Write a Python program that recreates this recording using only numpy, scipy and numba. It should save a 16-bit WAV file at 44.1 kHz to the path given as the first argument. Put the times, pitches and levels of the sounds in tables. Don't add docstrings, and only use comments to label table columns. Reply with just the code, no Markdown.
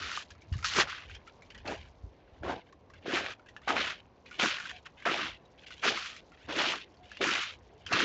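import sys
import numpy as np
from scipy import signal
from scipy.io import wavfile
from scipy.ndimage import uniform_filter1d, map_coordinates
from numba import njit

SR = 44100
rng = np.random.default_rng(int(sys.argv[2]) if len(sys.argv) > 2 else 0)


def volts_from_decibels(level):
    exponent = np.asarray(level, float) / 20
    return 10 ** exponent


def put_to_file(sound):
    columns = np.atleast_2d(sound).T
    safe = np.clip(columns, -1, 1)
    whole_steps = np.round(safe * 32767)
    wavfile.write(sys.argv[1], SR, whole_steps.astype(np.int16))


N = 354652

# [t/s of full bite, level/dB, rise/s, sinking/s, time until lift/s]
HEELS = [(0.0, -41, .012, .05, .23), (0.644, -34, .008, .04, .41), (1.659, -41, .01, .04, .25),
         (2.434, -45, .014, .165, .17), (3.064, -41, .025, .05, .265), (3.682, -27, .018, .03, .32),
         (4.398, -31, .022, .03, .39), (5.056, -26.5, .006, .065, .31), (5.836, -28, .018, .03, .36),
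         (6.488, -39, .012, .06, .35), (7.214, -28, .012, .04, .335), (7.925, -26, .04, .05, .3)]
# [t/s, level/dB, rise/s, sinking/s, fall/s]
ROLLS = [(0.168, -36, 2.5, .004, -0.1648), (0.798, -21, 0.1478, .022, -0.0369),
         (0.898, -37, -0.0793, 0.043, 0.3518), (1.702, -37.5, 0.0734, 0.024, 0.1173),
         (2.504, -35.5, 0.1368, .01, 0.1095), (3.157, -28.5, 0.1859, .02, 0.1135),
         (3.265, -37.5, 0.5384, 0.008, -1.2518), (3.77, -26.5, -0.047, 0.13522, 0.1064),
         (4.432, -24, 0.2027, .01, 0.3035), (4.705, -43, 0.0581, .01, 0.0156),
         (5.19, -29.5, .5, 0.07723, 0.1412), (5.885, -23.5, 0.1807, .005, 0.0655),
         (5.968, -34.5, 0.4913, .15, 0.3408), (6.603, -24.5, 0.1787, 0.12568, 0.1726),
         (7.29, -26, 0.2683, .13, 0.2228), (8.02, -24.5, 0.4375, .03, 0.5448)]
# [t/s, level/dB, rise/s, dragging/s]
SCUFFS = [(0.306, -55, .01, .015), (0.53, -59, .015, .105), (0.645, -30, .004, .008),
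          (0.788, -25, .004, .004), (0.803, -24, .004, .004), (1.095, -51, .04, .07),
          (1.27, -53, .012, .02), (1.5, -54, .008, .02), (1.545, -55, .008, .02), (1.58, -57, .008, .035),
          (1.77, -57, .03, .11), (2.28, -66, .05, .11), (2.66, -65, .02, .04), (2.94, -62, .02, .05),
          (3.03, -57, .03, .015), (3.465, -59, .02, .04), (3.645, -54, .05, .03), (4.258, -52, .012, .04),
          (4.314, -48, .02, .06), (4.66, -44, .03, .012), (4.698, -42, .012, .012),
          (4.862, -39, .015, .006), (4.98, -53, .025, .07), (5.58, -63, .01, .07), (5.665, -48, .006, .02),
          (5.705, -50, .006, .04), (5.77, -55, .05, .05), (6.335, -58, .02, .015), (6.38, -58, .03, .1),
          (7.035, -56, .025, .06), (7.11, -54, .04, .09), (7.8, -65, .03, .06), (7.864, -45, .012, .04)]
# [t/s, level/dB, rise/s, packing/s, fall/s]
SINKS = [(0.0, -48, .11, 0.1083, 0.6031), (0.792, -29, 0.0797, 0.01118, 0.0978),
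         (1.712, -32.5, 0.1745, 0.008375, 0.0876), (2.436, -36, -0.0033, .06, 0.1278),
         (2.51, -30.5, 0.1705, 0.00728, 0.1338), (3.075, -36.5, 0.2971, 0.02804, 0.0559),
         (3.135, -34, 0.1138, 0.1622, 0.092), (3.698, -29.5, 0.0291, 0.12087, 0.2078),
         (4.442, -30, 0.1664, 0.01833, 0.0758), (5.06, -29, 0.0084, 0.2385, -0.0163),
         (5.855, -30, 0.053, 0.04216, 0.1513), (6.49, -42, 0.0221, 0.0495, 0.0678),
         (6.599, -31, 0.239, 0.17488, -0.06), (7.21, -29.5, 0.0706, 0.18494, 0.0413),
         (7.946, -28, 0.1332, 0.004246, -0.0545), (8.042, -28, 0.2428, .01, 1.4927)]
# [t/s, share of loose crumbs, level/dB, brightness of the crust, level/dB]
GROUND = [(0.1, -5.5, -2.5), (0.65, 4, 5.5), (0.8, -6, -3), (0.95, -12, -3), (1.1, -17.5, -1), (1.7, -9, 0),
          (2.5, -13.5, -6), (3.08, -10, -2.5), (3.25, -13, -0.5), (3.7, -12, 0.5), (3.9, -14, 1.5),
          (4.42, -9, 4.5), (4.7, -9, 3), (5.07, -15, -0.5), (5.2, -13, 2), (5.35, -14, 4), (5.6, -8, 8),
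          (5.9, -6.5, 4.5), (6.1, -6.5, 4), (6.3, -8, -3.5), (6.55, -9.5, 1.5), (6.8, -10, 5.5),
          (7.22, -7.5, 5.5), (7.35, -11, 8.5), (7.5, -11, 5.5), (7.95, -10.5, 1.5)]
# [t/s, level/dB]
DEPTH = [(0.1, -3.5), (0.8, -0.5), (1.7, 1), (2.5, 0), (3.1, -1.5), (3.25, 0.5), (3.7, 1), (3.9, 4),
         (4.42, 3), (4.5, 7), (5.06, 1.5), (5.25, -0.5), (5.85, 1.5), (6.5, 0.5), (6.7, 2), (7.22, 1),
         (7.38, 3), (7.95, -1.5)]
# [f/Hz, level/dB]
CRUST_COLOUR = [(1050, -15), (1250, 7.5), (1500, 9), (2000, 2.5), (2900, 6.5), (3600, -0.5), (4200, -21)]
CRUMB_COLOUR = [(3600, 9.5), (4500, 10), (5500, -10.5), (6500, -1.5), (7500, 11)]
PACKING_COLOUR = [(105, -15.5), (200, -7), (330, 3.5), (500, -1.5), (750, 4), (1150, 5.5)]
# [t/s, peak level/dB, ring f/Hz, decay/s]
SNAPS = [(0.626, -19, 1375, 0.047), (0.6426, -12.5, 1265, 0.072), (0.734, -10.5, 2840, .035),
         (0.7531, -23, 1440, .035), (0.8734, -20, 1400, .028), (0.8998, -14.5, 1450, 0.012),
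         (1.657, -38.5, 1914, 0.035), (1.6751, -16, 2668, 0.08), (2.441, -28.5, 1147, 0.11),
         (2.4632, -19.5, 1039, 0.024), (3.0642, -25.5, 1316, 0.023), (3.149, -10.5, 2568, 0.03),
         (3.262, -14.5, 1798, 0.00996), (3.678, -11.5, 1173, 0.0077), (3.6872, -9, 1257, 0.14),
         (4.3964, -10.5, 1432, 0.17), (4.4181, -14, 1720, 0.015), (4.5983, -17.5, 1438, 0.044),
         (4.6528, -19, 1557, 0.036), (4.693, -18, 1839, 0.024), (5.0973, -19.5, 1915, 0.034),
         (5.973, -11, 1255, 0.038), (6.0502, -20.5, 2969, 0.025), (6.4858, -30.5, 2594, 0.036),
         (6.5654, -19, 2130, 0.057), (7.1703, -21, 2785, 0.029), (7.4224, -21, 1384, 0.074),
         (7.863, -15, 3124, 0.0858), (7.9262, -4.5, 2662, 0.078)]
# [t/s, peak level/dB, ring f/Hz, fine spray level/dB, decay/s]
TICKS = [(0.2531, -52.5, 2043, -13, 0.0642), (0.3038, -38.5, 1712, -1.5, 0.05233),
         (0.3493, -51, 1319, -9, 0.0504), (0.3797, -57.5, 2502, -8.5, 0.055),
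         (0.4177, -45, 2312, -6.5, 0.06996), (0.5245, -36.5, 2902, -12, 0.0651),
         (0.5362, -34.5, 1125, -10, 0.0731), (0.586, -36.5, 1259, -10, 0.086),
         (1.0958, -37.5, 1574, -13.5, 0.0653), (1.1481, -35.5, 3217, -14.5, 0.05954),
         (1.274, -40, 1403, -9, 0.0558), (1.42, -43, 2304, -10, 0.0741), (1.5023, -38, 2860, -14.5, 0.06),
         (1.5465, -38, 1924, -10.5, 0.06), (1.5766, -41.5, 2959, -11.5, 0.0762),
         (2.7243, -44, 1130, -10, 0.04834), (2.8991, -41.5, 1193, -15, 0.0614),
         (2.9356, -44, 1605, -10.5, 0.0618), (3.3024, -39.5, 1534, -10, 0.0463),
         (3.3204, -44.5, 1637, -12.5, 0.0509), (3.3942, -45.5, 1436, -17, 0.04366),
         (3.4599, -47, 1658, -12.5, 0.0492), (3.486, -40, 1909, -9, 0.07363),
         (3.5636, -35.5, 1731, -21.5, 0.0692), (3.6163, -45, 1157, -10, 0.04446),
         (4.2588, -41.5, 2488, -13.5, 0.0457), (4.31, -34.5, 1452, -14.5, 0.06394),
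         (4.8553, -41, 1706, -6.5, 0.04344), (5.0011, -41.5, 2026, -13, 0.041),
         (5.0237, -40.5, 1653, -17, 0.07204), (5.4175, -58.5, 1115, -7, 0.05715),
         (5.453, -53, 3809, -8.5, 0.0498), (5.5758, -58, 3230, -9.5, 0.0411),
         (5.6668, -37.5, 2812, -13.5, 0.04427), (5.7043, -35, 1484, -15.5, 0.071),
         (6.163, -35.5, 2444, -7, 0.081), (6.3179, -45, 1380, -13, 0.0647),
         (6.9409, -55, 3258, -11, 0.0464), (6.9674, -54.5, 4425, -13.5, 0.0505),
         (7.1151, -31.5, 1715, -13, 0.04402)]
# [t/s, peak level/dB, ring f/Hz, cycles until 60 dB down]
CRACKS = [(0.094, -24, 2640, 13.5), (0.174, -20.5, 1220, 23), (0.643, -20.5, 1260, 3.5),
          (0.785, -23, 1100, 12), (0.786, -10.5, 1170, 13), (0.801, -11, 1940, 12.5),
          (0.872, -27, 1430, 12.5), (0.928, -25.5, 1500, 17), (1.655, -31.5, 1950, 10),
          (2.493, -29, 1360, 11.5), (3.262, -22.5, 1820, 11.5), (3.564, -29.5, 1730, 14),
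          (3.704, -13, 1190, 15.5), (3.766, -12.5, 1530, 5.5), (4.056, -52.5, 2830, 13.5),
          (4.097, -60, 1160, 11.5), (4.396, -19.5, 1370, 8), (4.437, -17.5, 1700, 13),
          (4.584, -24.5, 1820, 18), (4.713, -28, 1720, 18.5), (5.023, -34, 2150, 18.5),
          (5.053, -18, 1630, 13.5), (5.097, -22, 1930, 14), (5.142, -13.5, 2690, 13),
          (5.194, -24, 1280, 10), (5.836, -20.5, 2900, 8), (5.876, -14, 1440, 12), (6.506, -29, 1700, 10.5),
          (6.595, -13.5, 3100, 10), (6.737, -19, 1320, 10.5), (7.17, -29.5, 2700, 14),
          (7.216, -20, 2220, 10.5), (7.24, -14.5, 1650, 10), (7.291, -17, 2610, 14),
          (7.337, -21.5, 1790, 9.5), (7.915, -19.5, 1820, 5.5), (7.993, -18, 2400, 12.5),
          (8.004, -9.5, 1650, 10)]
# [t/s, peak level/dB, ring f/Hz]
SLABS = [(0.762, -26.5, 448.4), (0.784, -17.5, 373.8), (1.684, -26, 755.3), (2.44, -37, 538.6),
         (2.497, -21, 703), (3.08, -24, 421), (3.133, -22, 353.3), (3.675, -19, 789), (4.394, -23, 771),
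         (4.43, -25, 221.6), (5.063, -17, 697.5), (5.831, -45.5, 862.8), (6.49, -30, 313.3),
         (6.571, -35, 343), (7.209, -22, 391.4), (7.921, -19, 715)]
# [t/s, level/dB]
TRICKLE = [
    (0.3, -68),
    (1.5, -68),
    (2.1, -76),
    (3.4, -81.5),
    (4.1, -77),
    (5.5, -74.5),
    (7.0, -68.5),
    (7.7, -70.5),
]
# [f/Hz, level/dB]
TRICKLE_COLOUR = [(1500, 2), (3500, -2.5), (7000, -10)]
# [t/s, level/dB]
ECHOES = [
    (0.009, -35.5),
    (.029, -20.5),
]
# [t/s, level/dB, rise/s, shaking/s]
JOLTS = [(0.03, -53, 1.3746, 0.02582), (0.297, -55.5, -0.0513, 0.07852), (0.527, -40, -0.0974, 0.10714),
         (0.76, -52, 0.8325, 0.13765), (1.08, -51, 0.1507, 0.1031), (1.58, -52.5, 0.0771, .28),
         (1.8, -55, 0.3738, 0.0956), (2.043, -48.5, -0.0738, 0.0368), (2.424, -46.5, 0.1033, 0.13613),
         (2.981, -53, 0.2818, 0.00895), (3.223, -59, -0.5671, 0.1008), (3.74, -54.5, 0.2253, 0.14476),
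         (5.256, -58, -0.1563, 0.0724), (5.85, -65.5, 0.5183, 0.1177), (6.48, -59.5, 0.267, 0.1914),
         (7.273, -59.5, 0.5672, 0.0857), (7.585, -60, -0.3853, 0.1039), (7.95, -54, 0.3532, .04)]
# [t/s, peak level/dB, f/Hz]
KNOCKS = [(0.5165, -20, 86.97), (0.5532, -24.5, 116.3), (2.036, -32, 65.23), (2.407, -33.5, 83.7),
          (0.83, -41, 135), (7.93, -33.5, 129.5), (7.59, -49.5, 92.97), (0.65, -42, 55), (0.79, -41, 58.04),
          (1.085, -44.5, 53.64), (1.165, -43.5, 53.95), (1.56, -41, 46.22), (1.8, -45.5, 69.8),
          (2.32, -43, 65)]
# [t/s, level/dB]
BREEZE = [(0, -63), (0.4, -68.5), (0.9, -63), (1.3, -64.5), (1.6, -55.5), (1.95, -60), (2.2, -68),
          (2.9, -66.5), (3.3, -68.5), (4, -76), (8.04, -78)]
# [t/s, length/s, f/Hz, level/dB]
HUMS = [
    (0.454, 0.0591, 327.2, -64.5),
    (3.904, 0.1905, 603.4, -65.5),
    (4.526, .06, 600, -51),
    (4.61, 0.05806, 713.1, -61.5),
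    (4.751, 0.0648, 728.6, -62.5),
    (5.5, 0.1585, 502.8, -71),
    (7.027, .12, 716.7, -61.5),
    (7.569, 0.1189, 517.4, -61),
    (7.721, 0.1191, 430.4, -61),
    (7.766, 0.1477, 728.1, -65.5),
]
# [f/Hz, level/dB per Hz]
FOREST_COLOUR = [(15, -36), (25, -2.5), (86, -3.5), (323, -6), (401, -4.5), (590, -7), (911, -10.5),
                 (1220, -34), (1310, -17.5), (5570, -36.5), (6130, -32), (8000, -57), (10400, -90),
                 (17600, -120)]


def boots():
    crust_db, bright_db, crumbs_db, packing_db = underfoot()
    load = np.clip(volts_from_decibels(0.77 * (crust_db + 43.5)), .1, 1)
    free = load ** -.45
    slip_db = free * (0.79 * drift(4.5) + 2.066 * drift(200) + 0.7937 * drift(35))
    crust = fractures(CRUST_COLOUR, 14000 * load, 1.9, 10.0 * free, volts_from_decibels(slip_db),
                      patchy=0.16942, even_s=0.0073, bright_db=bright_db)
    crumbs = fractures(CRUMB_COLOUR, 8000 * load, 2.3, 5.0 * free, volts_from_decibels(0.76 * slip_db + 0.42 * drift(6.7)),
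                       patchy=0.18, even_s=0.014)
    packing = fractures(PACKING_COLOUR, np.full(N, 900.), 3.05, np.full(N, 14.0), volts_from_decibels(0.45 * slip_db),
                        patchy=0.3044, even_s=0.0082, bright_db=in_time(DEPTH)[0])
    crust = passband(crust, 993.4, 7300, order=6)
    small_pieces = 1.1346 * passband(crust, 1330, 7400, order=4)
    crust = load * crust + (1 - load) * small_pieces
    crumbs = passband(crumbs, 2800, 6950.7)
    packing = passband(packing, 150, 900, order=3)
    pressure_gate = volts_from_decibels(2 * np.minimum(crust_db + 64, 0))
    ice = pressure_gate * (volts_from_decibels(crust_db - 0.4067) * crust + volts_from_decibels(crumbs_db + 0.5) * crumbs)
    detour = SR * 0.0013574 * volts_from_decibels(1.58 * drift(4.03))
    mirrored = map_coordinates(ice, [np.arange(N) - detour], order=3, mode="nearest")
    return ice + (.7 - 0.5857 * load) * mirrored + volts_from_decibels(packing_db - 1.5323) * packing


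def underfoot():
    heel_fall_s, lift_s, scuff_fall_s = .07, .025, .025
    on_ground = [(s, 0, rise, stay, lift_s) for s, db, rise, hold, stay in HEELS]
    planted_db = presses(-59.5, (on_ground, 0))
    heels = [(*row[:4], heel_fall_s) for row in HEELS]
    scuffs = [(*row, scuff_fall_s) for row in SCUFFS]
    touch_db = presses(-76, (heels, 60), (scuffs, 20))
    roll_db = presses(-99, (ROLLS, 55.5)) + planted_db
    crust_db = 10 * np.log10(volts_from_decibels(2 * touch_db) + volts_from_decibels(2 * roll_db))
    lead = round(.008 * SR)
    planted_early_db = np.pad(planted_db, (0, lead), mode="edge")[lead:]
    sink_db = presses(-99, (SINKS, 77.5)) + planted_early_db
    packing_db = 10 * np.log10(volts_from_decibels(2 * -69) + volts_from_decibels(2 * sink_db))
    loose_db, bright_db = in_time(GROUND)
    crumble_s = 0.03
    r = np.exp(-1 / (crumble_s * SR))
    lagging_db = signal.lfilter([1 - r], [1, -r], crust_db - crust_db[0])
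    fresh_db = np.maximum(crust_db - lagging_db - crust_db[0], 0)
    crumbs_db = 1.0982 * (crust_db + 30.5) - 30.5 + loose_db - 0.26 * fresh_db
    light_db = 0.042 * np.clip(-37.5 - crust_db, 0, 25)
    return crust_db, bright_db - 0.26 * fresh_db + light_db, crumbs_db, packing_db


def fractures(colour, per_s, spread_db, cycles, clump, patchy, even_s, bright_db=np.zeros(N)):
    starts = np.flatnonzero(rng.random(N) < per_s / SR)
    pitch_luck, size_luck, sign_luck = rng.random((N, 3))[starts].T
    place = np.abs((pitch_luck + patchy * drift(14.17)[starts]) % 2 - 1)
    low_hz, high_hz = colour[0][0], colour[-1][0]
    hz = low_hz * (high_hz / low_hz) ** place
    level_db = -spread_db * np.log(size_luck + 0.03) + at_hz(colour, hz)
    level_db = level_db + 2 * bright_db[starts] * (place - .5)
    evening = np.sqrt(np.max(per_s) / per_s[starts] / cycles[starts])
    sizes = volts_from_decibels(level_db) * np.sign(sign_luck - .5) * hz / 1000 * evening
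    out = np.zeros(N)
    add(out, starts, sizes, 2 * np.pi * hz / SR, volts_from_decibels(-60 * hz / cycles[starts] / SR))
    out = rms_one(out)
    span = round(even_s * SR)
    work = uniform_filter1d(uniform_filter1d(out ** 2, span), span)
    return rms_one(clump * out / np.sqrt(work + 0.21))


def snaps():
    length = 6000
    out = np.zeros(N + length)
    t = np.arange(length) / SR
    plates = [(s, db - 11.0, hz, -14.5, t60) for s, db, hz, t60 in SNAPS]
    rows = np.array(plates + list(TICKS))
    splinters, spray = rng.standard_normal((2, len(rows), length))
    dying = volts_from_decibels(-60 * t / np.clip(rows[:, 4:], .004, .15)) * np.minimum(t / 0.00066, 1)
    forces = .2 * splinters * np.abs(splinters) * dying
    broad_bands = passband(forces, 1000, 2900)
    fine_bands = passband(spray * dying, 3800, 7300)
    for row, force, broad, fine in zip(rows, forces, broad_bands, fine_bands):
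        s, peak_db, hz, spray_db, _ = row
        modes = ring(force, hz, 49.0 / hz)
        modes = modes + 0.99 * ring(force, 1.6 * hz % 6500, 10.0 / hz)
        modes = modes + 0.13 * ring(force, 2.6 * hz % 6000 + 900, 13.0 / hz)
        body = 0.33 * modes + 2.4 * broad
        start = round(s * SR)
        out[start:start + length] += volts_from_decibels(peak_db - 3.0) * (body / np.abs(body).max() + volts_from_decibels(spray_db) * fine)
    return passband(out[:N], 1020, 9000, order=3)


def cracks():
    s, peak_db, hz, cycles = np.transpose(CRACKS)
    starts = (s * SR).astype(np.int64) + 15
    clicks, rings = np.zeros(N), np.zeros(N)
    clicks[starts] = -volts_from_decibels(peak_db)
    fades = volts_from_decibels(-60 * hz / np.clip(cycles, 3, 40) / SR)
    add(rings, starts, -volts_from_decibels(peak_db - 2.0), 2 * np.pi * hz / SR, fades)
    return volts_from_decibels(3.5) * passband(clicks + 1e-18, 880, 4000) + passband(rings + 1e-18, 830, 4000)


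def slabs():
    s, peak_db, hz = np.transpose(SLABS)
    out = np.zeros(N)
    fades = volts_from_decibels(-60 * hz / 23.0 / SR)
    add(out, (s * SR).astype(np.int64), volts_from_decibels(peak_db - 4.0), 2 * np.pi * hz / SR, fades)
    return passband(out, 130, 1000)


def trickle():
    level_db, = in_time(TRICKLE)
    fits = volts_from_decibels(1.6 * drift(25) + 2.5 * drift(5.2))
    bits = fractures(TRICKLE_COLOUR, np.full(N, 900.), 2.2, np.full(N, 12.0), fits, patchy=.4, even_s=.03)
    return volts_from_decibels(level_db) * bits


def hand():
    jolt_fall_s = .08
    level_db = presses(-69, ([(*row, jolt_fall_s) for row in JOLTS], 35))
    rumble = rms_one(passband(rng.standard_normal(N), 55, 99))
    out = volts_from_decibels(level_db + 1.5 * drift(3.4)) * rumble
    for s, peak_db, hz in KNOCKS:
        push, start = np.zeros(N), round(s * SR)
        push[start:start + 150] = np.hanning(150) / 75
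        out += volts_from_decibels(peak_db) * ring(push, hz, 0.0755)
    return out


def breeze():
    level_db, = in_time(BREEZE)
    return volts_from_decibels(level_db - 5.0 + 2.4 * drift(9.0)) * rms_one(passband(rng.standard_normal(N), 28, 75))


def hums():
    out, t = np.zeros(N), np.arange(N) / SR
    for s, length_s, hz, level_db in HUMS:
        near = slice(max(round((s - .3) * SR), 0), round((s + .3) * SR))
        tone = ring(rng.standard_normal(N // 10), hz, 0.1)
        tone = rms_one(tone[-len(t[near]):])
        swell = np.exp(-(2 * (t[near] - s) / length_s) ** 2)
        out[near] += volts_from_decibels(level_db) * tone * swell
    return out


def forest():
    out, white = 0, rng.standard_normal((2, N))
    edges = 24 * 2 ** np.arange(0, 8.6, .5)
    for k, (low, high) in enumerate(zip(edges, edges[1:])):
        level_db = at_hz(FOREST_COLOUR, np.sqrt(low * high)) + 1.9 * drift(5.3)
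        out = out + volts_from_decibels(level_db) * passband(white[k % 2], low, high)
    return volts_from_decibels(-61) * rms_one(out)


def presses(rest_db, *groups):
    t = np.arange(0, N + 32, 32) / SR
    power = volts_from_decibels(2 * rest_db)
    for rows, sag in groups:
        s, below_db, rise, hold, fall = np.abs(rows).T[..., None]
        down = 30 * np.maximum(s - t, 0) / rise + 30 * np.maximum(t - s - hold, 0) / fall
        push_db = -below_db - down - sag * np.clip(t - s, 0, hold)
        power = power + volts_from_decibels(2 * push_db).sum(axis=0)
    return np.interp(np.arange(N) / SR, t, 10 * np.log10(power))


@njit
def add(out, starts, sizes, turns, fades):
    for k in range(len(starts)):
        now, before = 0., -sizes[k] * np.sin(turns[k]) / fades[k]
        length = int(np.log(1000) / -np.log(fades[k]))
        for i in range(starts[k], min(len(out), starts[k] + length)):
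            now, before = 2 * fades[k] * np.cos(turns[k]) * now - fades[k] ** 2 * before, now
            out[i] += now


def ring(clicks, hz, t60):
    r, w = volts_from_decibels(-60 / (t60 * SR)), 2 * np.pi * hz / SR
    return signal.lfilter([0, np.sin(w)], [1, -2 * r * np.cos(w), r * r], clicks + 1e-18)


def drift(rate):
    r = np.exp(-40 * np.pi * rate / SR)
    slow = signal.lfilter([1], [1, -2 * r, r * r], rng.standard_normal(N // 20 + 2002))[2000:]
    return np.interp(np.arange(N) / 20, np.arange(len(slow)), rms_one(slow))


def passband(x, low_hz, high_hz, order=2):
    return signal.sosfilt(signal.butter(order, [low_hz, high_hz], "band", fs=SR, output="sos"), x)


def at_hz(points, hz):
    point_hz, level_db = np.transpose(points)
    return np.interp(np.log(hz), np.log(point_hz), level_db)


def in_time(rows):
    s, *columns = np.transpose(rows)
    return [np.interp(np.arange(N) / SR, s, column) for column in columns]


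def rms_one(x):
    return x / np.sqrt(np.mean(x ** 2) + 1e-20)


def scene():
    feet = boots() + snaps() + cracks() + slabs()
    dull = passband(feet, 450, 6500, order=1)
    echoes = sum(volts_from_decibels(level_db) * np.pad(dull, (round(s * SR), 0))[:N] for s, level_db in ECHOES)
    return (feet + echoes + trickle() + hand() + breeze() + hums() + forest())[None]


def low_pass(x):
    return signal.sosfilt(signal.butter(12, 8360, fs=SR, output="sos"), x)


def record(dry):
    x = signal.sosfilt(signal.butter(4, 41.44, "high", fs=SR, output="sos"), dry)
    x = signal.sosfilt(signal.butter(10, 7372.9, fs=SR, output="sos"), x)
    x = signal.sosfilt(signal.cheby2(12, 60, 9101.7, fs=SR, output="sos"), x)
    return low_pass(x)


dry = scene()
out = record(dry)
put_to_file(out)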